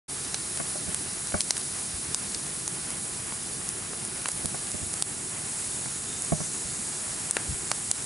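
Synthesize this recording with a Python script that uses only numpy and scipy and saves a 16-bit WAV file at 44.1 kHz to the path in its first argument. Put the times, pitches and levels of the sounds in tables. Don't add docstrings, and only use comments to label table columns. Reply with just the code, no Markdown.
import sys
import numpy as np
from scipy import signal
from scipy.fft import rfft, irfft, next_fast_len
from scipy.io import wavfile

SR = 44100
rng = np.random.default_rng(int(sys.argv[2]) if len(sys.argv) > 2 else 0)


def file_out(sig):
    cols = np.atleast_2d(sig).T
    lim = np.clip(cols, -1, 1)
    pcm = np.round(lim * 32767).astype(np.int16)
    wavfile.write(sys.argv[1], SR, pcm)


N = 355005
TIME = np.arange(N) / SR

# frequency in Hz, side minus mid in dB.
AIR_WIDTH = [(60, -11), (110, -10), (190, -8.5), (350, -7.5), (630, -4), (1120, -2.5), (2020, -3),
             (3630, -3.5), (6520, -26.5), (11700, -65)]
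# frequency in Hz, left minus right in dB.
AIR_LEAN = [(60, -1), (110, -3.5), (190, -4), (350, -4.5), (630, -3), (1120, -4), (2020, -1.5), (3630, 0),
            (6520, -1), (11700, 0.5)]

# frequency in Hz, relative spectral level in dB.
FLAME_SPECTRUM = [(15, -46), (25, -16.5), (90, -2.5), (139, -0.5), (210, -3), (240, -5), (291, -7),
                  (362, -4.5), (450, -9.5), (535, -12.5), (710, -10), (921, -11.5), (1730, -11.5),
                  (3040, -14.5), (4500, -16.5), (5850, -43), (9900, -120)]
# the edges in Hz, then the relative levels in dB.
FLAME_BAND_EDGES_HZ = [20, 500, 3500]
FLAME_BAND_DB = [-45.5, -46.5]

# time in seconds, strength in dB.
STEAM_STRENGTH = [(0.3, -34), (0.6, -33), (1.09, -34), (1.39, -33), (4.03, -35), (4.85, -33.5),
                  (5.17, -35.5), (5.6, -33), (5.83, -33), (6.13, -34.5), (6.41, -33), (8.0, -33.5)]
# frequency in Hz, relative spectral level in dB.
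STEAM_SPECTRUM = [(1530, -44), (2600, -12.5), (5380, -5), (6290, -5.5), (6820, -1), (9970, 2.5),
                  (10600, 2.5), (11100, -2.5), (11500, -16), (15000, -50), (22000, -120)]
STEAM_BAND_EDGES_HZ = [3500, 6500, 8800, 12000]
# level against the steam's strength in dB,
# change in dB, start of the change in seconds, its length in seconds.
STEAM_BANDS = [(-9.5, -1.15, 2.1, 1.0), (-6.5, 2.5, 4.35, 0.65), (-2.5, -1, 5.5, 0.5)]
# peak time in seconds, half length in seconds, pitch in Hz,
# resonance width in Hz, level in dB.
STEAM_JETS = [(5.777, 0.07, 3680, 300, -54), (6.12, .045, 3620, 170, -49.5), (6.303, 0.43, 6750, 380, -47),
              (6.427, .09, 6000, 520, -45), (7.80, 0.13, 6850, 250, -53)]

# peak time in seconds, level in dB, half length in seconds.
AIR_BUFFETS = [(1.955, -41, 0.013), (4.847, -42, 0.023), (6.655, -41, 0.011), (7.515, -31, 0.02)]

# start in seconds, relative level in dB, upper cutoff in Hz, lower cutoff in Hz,
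# shift from the low to the high long ring in dB.
KNOCK_HITS = [(0.599, -26.5, 2210, 130, -2.5), (0.755, -27.5, 905, 300, 1), (0.877, -25, 250, 45, 3.5),
              (1.3413, -17.5, 1240, 35, 7), (4.446, -23.5, 348, 45, -0.5), (4.543, -28, 1400, 250, -1),
              (4.741, -26.5, 400, 50, 4), (4.826, -28.5, 200, 40, 12), (5.857, -33, 1800, 150, -7),
              (6.3203, -13.5, 615, 95, -3.5), (6.403, -24.5, 700, 100, -5)]
# pitch in Hz, relative level in dB, 60 dB decay in seconds.
KNOCK_SHORT_RINGS = [(90, -5, 0.092), (190, -5, 0.093), (224, -2, 0.048), (391, -10.5, 0.063),
                     (460, -5.5, 0.028), (678, -3, 0.041), (835, -9, 0.045), (1113, -11, 0.063),
                     (1450, -4.5, 0.015), (2250, -6, 0.03)]
KNOCK_LONG_RINGS = [(153.7, -4.5, 0.13), (613, -18, 0.26)]

# start in seconds, relative levels of body,
# crack and snap in dB, body pitch in Hz, crack pitch in Hz.
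WOOD_POPS = [(0.3437, -34.5, -26.5, -30, 1400, 4960), (0.574, -43, -39, -30.5, 1500, 5000),
             (0.9457, -38, -40, -23, 1650, 3800), (1.2717, -56, -45, -32.5, 1500, 5800),
             (1.322, -37, -47, -40, 1400, 3000), (1.4066, -46, -23.5, -21.5, 2100, 5250),
             (1.4154, -55, -31, -26, 1000, 5400), (1.5074, -28, -19, -19.5, 1960, 5340),
             (1.568, -41, -34.5, -32, 1900, 4500), (1.5795, -43, -51, -27, 1200, 5200),
             (2.1459, -34, -26, -22, 1550, 5100), (2.3462, -50, -29.5, -32, 1400, 4100),
             (2.6784, -39, -44, -24.5, 1400, 5400), (2.905, -44, -51, -31.5, 1500, 4700),
             (3.323, -36.5, -56, -44, 1200, 3600), (3.69, -60, -51, -26.5, 1600, 6000),
             (3.9333, -37.5, -58, -51, 1250, 3000), (4.0507, -57, -51, -30.5, 1250, 6100),
             (4.2577, -29, -34, -31, 1400, 3200), (4.2847, -50, -44, -27, 1400, 5500),
             (4.288, -31, -39, -25.5, 1400, 4300), (4.3175, -59, -48, -28, 1000, 5600),
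             (4.3758, -54, -51, -33, 1550, 5300), (4.4578, -41, -38.5, -23.5, 1500, 4060),
             (4.717, -50, -56, -30, 1350, 5800), (4.9397, -39, -41, -28, 1300, 5500),
             (5.024, -33, -26.5, -19.5, 1350, 4460), (6.2216, -63, -59, -26, 1400, 6100),
             (6.2484, -57, -49, -32, 1300, 5700), (7.3106, -40, -36, -19, 1300, 4600),
             (7.368, -20.5, -46, -25, 1330, 3000), (7.7157, -23, -24.5, -25.5, 1230, 5860),
             (7.9137, -37, -26, -17.5, 1000, 3750)]

CUTOFF_HZ = 11100


def from_db(db):
    return np.exp(np.asarray(db) * (np.log(10) / 20))


def rms_one(x):
    return x / np.sqrt(np.mean(x ** 2) + 1e-20)


def at_hz(points, hz):
    known_hz, values = np.transpose(points)
    return np.interp(np.log(np.maximum(hz, 1)), np.log(known_hz), values)


def butter(x, edges_hz, kind, order=2):
    return signal.lfilter(*signal.butter(order, np.clip(edges_hz, 20, SR / 2 - 1000), kind, fs=SR), x)


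def resonate(x, hz, width_hz):
    r = np.exp(-np.pi * width_hz / SR)
    return signal.lfilter([1 - r, 0, r - 1], [1, -2 * r * np.cos(2 * np.pi * hz / SR), r * r], x)


def drift(rate_hz, size=4096):
    step_s = N / SR / size
    rolloff = 1 + (np.fft.rfftfreq(size, step_s) / rate_hz) ** 2
    slow = irfft(rfft(rng.standard_normal(size)) / rolloff, size)
    return np.interp(TIME, np.arange(size) * step_s, rms_one(slow))


def panned(left_right_db):
    return from_db(np.array([[.5], [-.5]]) * left_right_db)


def add(out, start_s, sound):
    start = int(np.clip(round(start_s * SR), 0, N - 1))
    out[:, start:start + sound.shape[1]] += sound[:, :N - start]


def air_spectrum(colour, hz):
    noise = rng.standard_normal((2, len(hz))) + 1j * rng.standard_normal((2, len(hz)))
    mid, side = noise * from_db(at_hz(colour, hz))
    lean = panned(at_hz(AIR_LEAN, hz))
    lean_width = (lean[0] - lean[1]) / lean.sum(axis=0)
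    diffuse = np.sqrt(np.maximum(from_db(at_hz(AIR_WIDTH, hz)) ** 2 - lean_width ** 2, 1e-4))
    return lean * (mid + diffuse * side * [[1], [-1]])


def gas_flow(levels_db, colour, edges_hz, flicker_db, flicker_hz):
    size = next_fast_len(N, True)
    hz = np.fft.rfftfreq(size, 1 / SR)
    spectrum, out = air_spectrum(colour, hz), np.zeros((2, N))
    for level_db, low, high in zip(levels_db, edges_hz, edges_hz[1:]):
        band = irfft(spectrum * ((hz >= low) & (hz < high)), size)[:, :N]
        gain = from_db(level_db + flicker_db * drift(flicker_hz))
        out += gain * band / np.std(band.mean(axis=0))
    return out


def flames(gain_db=0.74):
    flow = gas_flow(FLAME_BAND_DB, FLAME_SPECTRUM, FLAME_BAND_EDGES_HZ, flicker_db=0.96, flicker_hz=13.5)
    return from_db(gain_db) * flow


def steam():
    strength_db = np.interp(TIME, *np.transpose(STEAM_STRENGTH))
    levels_db = [strength_db + db + change_db * np.clip((TIME - start_s) / length_s, 0, 1)
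                 for db, change_db, start_s, length_s in STEAM_BANDS]
    return gas_flow(levels_db, STEAM_SPECTRUM, STEAM_BAND_EDGES_HZ, flicker_db=0.62, flicker_hz=11)


def jets():
    out = np.zeros((2, N))
    for peak_s, half_s, hz, width_hz, db in STEAM_JETS:
        t = np.arange(-3 * half_s, 3 * half_s, 1 / SR)
        noise = rng.standard_normal(3 * SR)[:len(t)]
        whistle = rms_one(resonate(resonate(noise, hz, width_hz), hz, width_hz))
        swell = from_db(db) * np.exp(-.5 * (t / half_s) ** 2)
        add(out, peak_s + t[0], (swell * whistle)[None])
    return out


def buffets(band_hz=(40, 125)):
    swell = sum(from_db(db) * np.exp(-.5 * ((TIME - peak_s) / half_s) ** 2)
                for peak_s, db, half_s in AIR_BUFFETS)
    mid, side = butter(rng.standard_normal((2, N)), band_hz, "band")
    return swell * rms_one(mid + 0.59 * side * [[1], [-1]])


def knocks(gain_db=-1.0, chatter_t60=0.04, central_hz=1400, pan_db_per_octave=-4, size=10000):
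    out, t = np.zeros((2, N)), np.arange(size) / SR
    port_phase = 1.54 * np.array([[.5], [-.5]])
    for start_s, level_db, upper_hz, lower_hz, shift_db in KNOCK_HITS:
        long_rings = [(hz, db + sign * shift_db, t60)
                      for (hz, db, t60), sign in zip(KNOCK_LONG_RINGS, (-1, 1))]
        rings = sum((-1) ** k * from_db(db - 60 * t / t60) * np.sin(2 * np.pi * hz * t + port_phase)
                    for k, (hz, db, t60) in enumerate([*KNOCK_SHORT_RINGS, *long_rings]))
        chatter = butter(rng.standard_normal((2, size)), 700, "high") * from_db(-60 * t / chatter_t60)
        contact = (t == 0) + 0.16 * chatter
        struck = signal.fftconvolve(rings, contact, axes=1)[:, :size]
        sound = butter(butter(struck, upper_hz, "low"), lower_hz, "high")
        pan_db = pan_db_per_octave * max(np.log2(central_hz / upper_hz), 0)
        add(out, start_s, from_db(level_db + gain_db) * panned(pan_db) * sound)
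    return out


def fracture(scatter_db, tear, tear_t60=0.0025, scatter_t60=0.009,
             forest_db=-23, forest_t60=0.18, size=3072):
    t = np.arange(size) / SR
    fibres, mid, side = rng.standard_normal((3, size))
    direct = (t == 0) + tear * fibres * from_db(-60 * t / tear_t60)
    decay = from_db(-60 * t / scatter_t60) + from_db(forest_db - 60 * t / forest_t60)
    echoes = (mid + 0.3 * side * [[1], [-1]]) * decay * (t > .0007)
    return direct / np.linalg.norm(direct) + from_db(scatter_db) * echoes / np.linalg.norm(echoes[0])


def wood_burst(body_db, crack_db, snap_db, body_hz, crack_hz, snap_hz, scatter_db):
    shove = fracture(scatter_db - 4, tear=0.087)
    rip = fracture(scatter_db, tear=0.33)
    body = butter(butter(shove, .36 * body_hz, "high", order=1), 1.3 * body_hz, "low")
    crack = resonate(butter(rip, [2000, 7800], "band"), crack_hz, width_hz=2300)
    snap = resonate(butter(rip, [6000, CUTOFF_HZ], "band"), snap_hz, width_hz=2300)
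    parts = [(body_db, body), (crack_db, -crack), (snap_db, snap)]
    return sum(from_db(db) * part / np.linalg.norm(part.mean(axis=0)) for db, part in parts)


def ticks(softest_db=-23, range_db=10, count=50):
    out = np.zeros((2, N))
    for when, size, crack, snap, place in rng.random((count, 5)):
        sound = wood_burst(body_db=-14, crack_db=-8, snap_db=0, body_hz=1500,
                           crack_hz=3000 + 3000 * crack, snap_hz=7000 + 3500 * snap, scatter_db=-6)
        gain = from_db(softest_db + range_db * size ** 2)
        add(out, when * N / SR, gain * panned(4 * (place - .5)) * sound)
    return out


def pops(gain_db=24.0, snap_hz=9470, pan_spread_db=2.5):
    out = np.zeros((2, N))
    pans_db = pan_spread_db * rng.standard_normal(len(WOOD_POPS))
    for (start_s, body_db, crack_db, snap_db, body_hz, crack_hz), pan_db in zip(WOOD_POPS, pans_db):
        lost_snap_db = max(body_db, crack_db) - snap_db
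        scatter_db = -0.6 + 0.66 * lost_snap_db
        sound = wood_burst(body_db, crack_db, snap_db, body_hz, crack_hz, snap_hz, scatter_db)
        add(out, start_s, from_db(gain_db) * panned(pan_db) * sound)
    return out


def scene():
    return flames() + steam() + jets() + pops() + ticks() + knocks() + buffets()


def limiter(x, threshold_db=-12, release_db_per_s=270, lag_s=.003, slope=.65):
    peak_db = 20 * np.log10(np.abs(x).max(axis=0) + 1e-9)
    over_db = np.maximum(peak_db - threshold_db, 0)
    held_db = np.maximum.accumulate(over_db + release_db_per_s * TIME) - release_db_per_s * TIME
    pole = np.exp(-1 / (lag_s * SR))
    lagged_db = signal.lfilter([1 - pole], [1, -pole], held_db)
    return x * from_db(-slope * lagged_db)


def record(dry):
    fade_in = np.interp(TIME, [.080, .096], [0, 1])
    limited = limiter(dry * fade_in)
    rounded = .95 * np.tanh(limited / .95)
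    lowpass = signal.firwin(401, CUTOFF_HZ, window=("kaiser", 7), fs=SR)
    return signal.fftconvolve(rounded, lowpass[None], "same", axes=1)


dry = scene()
out = record(dry)
file_out(out)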